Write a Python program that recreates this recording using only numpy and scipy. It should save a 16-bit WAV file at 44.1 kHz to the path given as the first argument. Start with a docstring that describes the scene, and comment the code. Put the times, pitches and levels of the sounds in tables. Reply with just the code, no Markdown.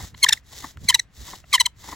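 """Sharp wooden squeaks, three to a stroke, alternate with dry rubbing: a bow drill sawed on a board.
On one stroke the spindle grabs and squeaks by stick-slip; each squeak sags in pitch, and most break to
the octave below. On the other it rubs with a hiss and small catches. Cord and spindle creak and tick
at some turns. The moving arms and bow add a low rumble.
Heard outdoors, close up, through two microphone ports."""
import sys
import numpy as np
from scipy import signal
from scipy.fft import rfft, irfft, next_fast_len
from scipy.io import wavfile
from scipy.ndimage import map_coordinates

SR = 44100
rng = np.random.default_rng(int(sys.argv[2]) if len(sys.argv) > 2 else 0)


def master_out(mix):
    """Clip the mix to full scale and print it as 16-bit PCM to the path in sys.argv[1]."""
    frames = np.transpose(np.atleast_2d(mix))
    ceiling = np.clip(frames, -1, 1)
    pcm = np.round(ceiling * 32767).astype(np.int16)
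    wavfile.write(sys.argv[1], SR, pcm)


N = 85995

# Noise spectra. Each row: frequency in Hz, gain in dB.
AIR_SPECTRUM = [(100, 11), (400, -10.5), (2100, -8), (16000, -40.5)]
RUMBLE_SPECTRUM = [(24, -34.5), (55, 5), (95, 1), (220, -15.5), (400, -24), (3000, -68)]
RUB_SPECTRUM = [(200, 1), (1000, 0.5), (1450, -1.5), (2000, 6.5), (2400, -5.5), (3700, 8), (4600, 4),
                (5250, 4.5), (7300, 6), (8800, -3.5), (15500, -4)]
TICK_SPECTRUM = [(500, -8.5), (1600, 6.5), (2500, -4.5), (15000, -20)]
SCRAPE_SPECTRUM = [(330, 3.5), (600, -9.5), (950, 6), (1500, -10.5), (2030, 4.5), (2500, -25.5)]
GRIT_SPECTRUM = [(650, -11), (1050, 7), (1450, -29), (1900, 7.5), (2500, -4.5), (3600, 5), (7500, 1.5),
                 (16000, -15)]
# Bow strokes, turn to turn. Each row: start in seconds, end in seconds, rubbing level in dB.
BOW_STROKES = [(-.17, 0.141, -42.5), (0.106, 0.425, -42), (0.4, 0.768, -42), (0.729, 1.064, -45.5),
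               (1.073, 1.449, -43), (1.393, 1.723, -48), (1.721, 2.039, -43)]
# Swings of arms and bow. Each row: centre in seconds, level in dB.
ARM_SWELLS = [(0.029, -35.5), (0.139, -43), (0.776, -43.5), (0.838, -36.5), (0.908, -47.5), (1.217, -42)]
# Soft bow bumps. Each row: start in seconds, level in dB, pitch in Hz.
BOW_BUMPS = [(0.848, -31.5, 192)]
# Spindle ticks in the socket. Each row: start in seconds, level in dB.
SPINDLE_TICKS = [(0.143, -46.5), (.772, -39)]
# Brief slips of cord and spindle. Each row: centre in seconds, level in dB, pitch in Hz.
CORD_CREAKS = [(.148, -42.5, 1013), (1.443, -49, 688.4)]
SPINDLE_CATCHES = [(.005, -36.5, 844), (0.041, -43, 1000), (.531, -45, 860), (.646, -31, 970),
                   (1.286, -40.5, 943), (1.337, -35, 1036), (1.845, -40.5, 887), (1.889, -35.5, 994),
                   (1.9295, -30, 989)]
SPINDLE_CHIRPS = [(.2672, -13, 1816), (.3095, -23.5, 1790), (.376, -35, 2006), (.9175, -28.5, 2060),
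                  (.928, -25, 1787), (1.5305, -19, 2265), (1.5822, -19.5, 1885)]
# Octave breaks. Each row: start and hold in seconds, rasp level in dB, pitch in Hz, low note level in dB.
OCTAVE_BREAKS = [ (0.2431, 0.0027, -5.5, 1061, -17), (0.2913, 0.0054, -21, 926, -28),
                 (0.3373, 0.0011, -21.5, 899.4, -42.5), (0.8977, .0075, -11, 1053, -21),
                 (0.95, 0.0066, -22, 979, -28.5), (1.536, 0.0016, -17.5, 1163, -13),
                 (1.541, .0135, -10.5, 1096, -17.5), (1.6076, 0.0024, -12.5, 1008, -15.5),
                 (1.6138, .003, -16, 1017, -35), (1.6629, .0035, -16.5, 1037, -26.5)]
# Spindle grabs. Each row: start and hold in seconds, level in dB, settled pitch in Hz,
# top overtone gain in dB, roughness factor.
SPINDLE_SQUEAKS = [ (0.2302, 0.0095, -10.5, 2129, 6, 0.3), (0.2885, 0.005, -9.5, 1776, -1.5, 1),
                   (0.3266, 0.0076, -11.5, 1707, -5, 1.1), (0.888, 0.0062, -10, 2027, 3.5, 0.4),
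                   (0.9449, 0.0068, -8.5, 1907, -2, 0.5), (0.995, 0.0049, -15.5, 1882, -14, 0.5),
                   (1.5305, 0.009, -16.5, 2064, 3, 0.9), (1.6005, 0.0145, -12, 2004, -1.5, 0.1),
                   (1.658, 0.0076, -16.5, 1991, -6, 0.2)]
# Spectral envelopes of the partials. Each row: frequency in Hz, gain in dB.
BREAK_SPECTRUM = [(2100, -8), (3100, 0.5), (4100, -8), (6200, -18), (7500, -12), (14000, -25.5)]
SQUEAK_SPECTRUM = [(2000, -6), (4100, -0.5), (6100, -6), (8000, -5), (12400, -17), (15000, -27)]
# Phase between the ports. Each row: frequency in Hz, left lead in radians.
PORT_LEAD = [(1700, 0), (2200, .75), (4500, .7), (7300, -.1), (9000, -3.14), (11200, -6.3), (13300, -9.4),
             (14700, -12.5)]
# Balance of the ports. Each row: frequency in Hz, left minus right in dB.
PORT_LEVEL = [(150, .3), (1000, 4), (2000, -1), (3500, 1.5), (5100, 2.5), (6500, .2)]

TIME_S = np.arange(N) / SR


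def amp(db):
    return 10 ** (np.asarray(db) / 20)


def unit_rms(x):
    return x / np.sqrt(np.mean(x ** 2) + 1e-20)


def curve_at(points, hz):
    """Interpolate (Hz, value) points on a log axis."""
    knots_hz, values = np.transpose(points)
    return np.interp(np.log(hz + 1), np.log(knots_hz + 1), values)


def around(at_s):
    """Sample indices near a moment, and their offsets in seconds."""
    i = np.flatnonzero(abs(TIME_S - at_s) < .07)
    return i, i / SR - at_s


def filtered(x, response):
    """Apply a complex frequency response."""
    size = next_fast_len(N + SR // 4)
    return irfft(rfft(x, size) * response(np.fft.rfftfreq(size, 1 / SR)), size)[..., :N]


def noise(spectrum):
    """Coloured noise, rms 1."""
    return unit_rms(filtered(rng.standard_normal(N), lambda hz: amp(curve_at(spectrum, hz))))


def stereo_noise(spectrum, apart_db=-5):
    """Common noise plus a separate part at each port."""
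    return noise(spectrum) + amp(apart_db) * np.array([noise(spectrum), noise(spectrum)])


def wobble(rate_hz):
    """Smooth random curve over the whole scene."""
    return map_coordinates(rng.standard_normal(int(N * rate_hz / SR) + 4), [TIME_S * rate_hz])


def flutter(t, rate_hz=900):
    """Fast irregularity of the slips over a short stretch."""
    return map_coordinates(rng.standard_normal(512), [(t - t[0]) * rate_hz], mode="wrap")


def slip_phase(t, hz, rough, jitter=0.042):
    """Phase of stick-slip at an unsteady rate."""
    return 2 * np.pi * np.cumsum(hz * (1 + jitter * rough * flutter(t))) / SR


def partial(t, phase, rough, shimmer=0.44, smear_rad=0.19):
    """One partial, unsteady in level and phase."""
    drift_rad = rng.uniform(-np.pi, np.pi) + smear_rad * rough * flutter(t)
    return np.sin(phase + drift_rad) * (1 + shimmer * rough * flutter(t))


def slips(rows, half_width_s, glide_per_s, overtone_db, rough):
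    """Short gliding four-partial tones under bell-shaped envelopes."""
    out = np.zeros(N)
    for centre_s, db, hz in rows:
        i, t = around(centre_s)
        phase = slip_phase(t, hz * np.exp(glide_per_s * t), rough)
        wave = sum(amp(overtone_db * k) * partial(t, (k + 1) * phase, rough) for k in range(4))
        out[i] += amp(db) * np.exp(-(t / half_width_s) ** 2) * wave
    return out


def grip_db(t, hold_s=np.inf, rise_db_per_s=2988.5, fall_db_per_s=3800.5):
    """Envelope of a grip: quick rise, hold, quick fall."""
    return -rise_db_per_s * np.maximum(-t, 0) - fall_db_per_s * np.maximum(t - hold_s, 0)


def bow_speed(start_s, end_s, skew=1.245):
    """Speed over one stroke, 0-1, peaking just after the middle."""
    progress = np.clip((TIME_S - start_s) / (end_s - start_s), 0, 1)
    return abs(np.sin(np.pi * progress ** skew))


def board(x, cutoff_hz=757):
    """The narrow board radiates little bass."""
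    return filtered(x, lambda hz: 1 - 1 / (1 + (hz / cutoff_hz) ** 10))


def ports(x):
    """The two microphone ports differ in level and phase."""
    def response(hz):
        lead_rad = np.interp(hz, *np.transpose(PORT_LEAD))
        left = amp(curve_at(PORT_LEVEL, hz) / 2) * np.exp(.5j * lead_rad)
        return np.array([left, 1 / left])
    return filtered(x, response)


def air(level_db=-59):
    """Faint, steady outdoor noise."""
    return amp(level_db) * stereo_noise(AIR_SPECTRUM)


def scatter(x, level_db=-26.5, t60_s=.12):
    """Short echo off the ground and people kneeling nearby."""
    t = np.arange(SR // 4) / SR
    tail = rng.standard_normal((2, len(t))) * amp(-60 * t / t60_s)
    return amp(level_db) * signal.fftconvolve(x, tail / np.linalg.norm(tail[0]), axes=1)[:, :N]


def arm_rumble(rest_db=-57, stroke_gain_db=6.5, swell_half_width_s=.024):
    """Sawing arms and bow rumble, rising with speed and swelling on swings."""
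    speed = sum(bow_speed(start_s, end_s) for start_s, end_s, _ in BOW_STROKES)
    swells = sum(amp(db) * np.exp(-((TIME_S - at_s) / swell_half_width_s) ** 2)
                 for at_s, db in ARM_SWELLS)
    envelope = amp(rest_db + stroke_gain_db * speed) + swells
    return envelope * unit_rms(stereo_noise(RUMBLE_SPECTRUM) + noise(RUMBLE_SPECTRUM))


def bow_bumps(rise_s=0.0031):
    """The bow bumps softly: a low, damped tone."""
    out = np.zeros(N)
    for start_s, db, hz in BOW_BUMPS:
        t = np.maximum(TIME_S - start_s, 0)
        envelope = t / rise_s * np.exp(1 - t / rise_s)
        out += amp(db) * envelope * np.sin(2 * np.pi * hz * t)
    return out


def rubbing(speed_power=2.06):
    """Dry wood on wood: grainy hiss that follows bow speed."""
    envelope = sum(amp(db) * bow_speed(start_s, end_s) ** speed_power
                   for start_s, end_s, db in BOW_STROKES)
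    hiss = stereo_noise(RUB_SPECTRUM)
    grain_db = 1.5 * wobble(rate_hz=94) + 2.0 * wobble(rate_hz=600)
    return envelope * hiss * amp(grain_db)


def cord_creaks():
    """The cord creaks as the bow turns."""
    return slips(CORD_CREAKS, half_width_s=0.0024, glide_per_s=7, overtone_db=-0.5, rough=0.96)


def ticks(decay_s=0.0022):
    """The spindle ticks in its socket as it reverses."""
    envelope = sum(amp(db) * (TIME_S > at_s) * np.exp(-abs(TIME_S - at_s) / decay_s)
                   for at_s, db in SPINDLE_TICKS)
    return envelope * noise(TICK_SPECTRUM)


def catches(scrape_db=-4, fade_db_per_s=795):
    """The spindle snags: a falling creak over a scrape in the board's low resonances."""
    envelope = sum(amp(db + scrape_db - fade_db_per_s * abs(TIME_S - at_s))
                   for at_s, db, _ in SPINDLE_CATCHES)
    scrape = envelope * noise(SCRAPE_SPECTRUM)
    creak = slips(SPINDLE_CATCHES, half_width_s=0.0036, glide_per_s=-50, overtone_db=-15.5, rough=1.0)
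    return scrape + creak


def chirps():
    """Brief, nearly pure slips around the squeaks."""
    return slips(SPINDLE_CHIRPS, half_width_s=0.0032, glide_per_s=-26, overtone_db=-14, rough=0.24)


def octave_breaks(rough=.45, sag_per_s=5.5, fade_db_per_hold=24.5, grit_db=-11):
    """The slips drop an octave: a gritty nasal rasp; the board takes up the low note late and rings."""
    low_lag_s, low_fade_db_per_s = 0.0039, 2400.5
    tone, grit_envelope = np.zeros(N), np.zeros(N)
    for start_s, hold_s, db, hz, low_db in OCTAVE_BREAKS:
        i, t = around(start_s)
        phase = slip_phase(t, hz * np.exp(-sag_per_s * t), rough)
        rasp_db = db + grip_db(t) - fade_db_per_hold * np.maximum(t - hold_s, 0) / hold_s
        for k in range(2, 14):
            tone[i] += amp(rasp_db + curve_at(BREAK_SPECTRUM, k * hz)) * partial(t, k * phase, rough)
        late_s = t - low_lag_s
        ring_db = low_db + grip_db(late_s) - low_fade_db_per_s * np.maximum(late_s - hold_s, 0)
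        tone[i] += amp(ring_db) * partial(t, phase, rough)
        grit_envelope[i] += amp(rasp_db + grit_db)
    return board(tone + grit_envelope * stereo_noise(GRIT_SPECTRUM))


def squeaks(grab_hz=2247, lead_s=0.0044, settle_s=0.00478, sag_hz_per_s=3400):
    """Stick-slip: each grab starts on the same high note, sags to its own pitch, dulls and roughens."""
    sheen_above_hz, dulling_db_per_octave = 8700, 0.5
    grit_db, grit_growth_db = -15, 7
    tone, grit_envelope = np.zeros(N), np.zeros(N)
    for start_s, hold_s, db, hz, sheen_db, rough in SPINDLE_SQUEAKS:
        i, t = around(start_s)
        progress = np.clip(t / hold_s, 0, 1)
        gate_db = grip_db(t, hold_s)
        excess_hz = (grab_hz - hz) * np.exp(-np.maximum(t + lead_s, 0) / settle_s)
        phase = slip_phase(t, hz + excess_hz - sag_hz_per_s * t, rough)
        for k in range(1, 9):
            colour_db = curve_at(SQUEAK_SPECTRUM, k * hz) + sheen_db * (k * hz > sheen_above_hz)
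            dulling_db = dulling_db_per_octave * progress * np.log2(k)
            level_db = db + colour_db - dulling_db + k * gate_db  # overtones switch faster
            tone[i] += amp(level_db) * partial(t, k * phase, rough)
        grit_envelope[i] += rough * amp(db + grit_db + 2 * gate_db + grit_growth_db * progress)
    return board(tone + grit_envelope * stereo_noise(GRIT_SPECTRUM))


def scene():
    """Drill, movement, air and echo at the two ports."""
    drill = chirps() + cord_creaks() + squeaks() + octave_breaks() + ticks() + catches()
    return ports(drill + air() + rubbing() + arm_rumble() + bow_bumps() + scatter(drill))


def record(dry):
    """The loudest squeak peaks are softly rounded and the highest treble is cut."""
    ceiling, top_hz = .94, 15900
    rounded = dry / (1 + (dry / ceiling) ** 8) ** (1 / 8)
    return filtered(rounded, lambda hz: hz < top_hz)


dry = scene()
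out = record(dry)
master_out(out)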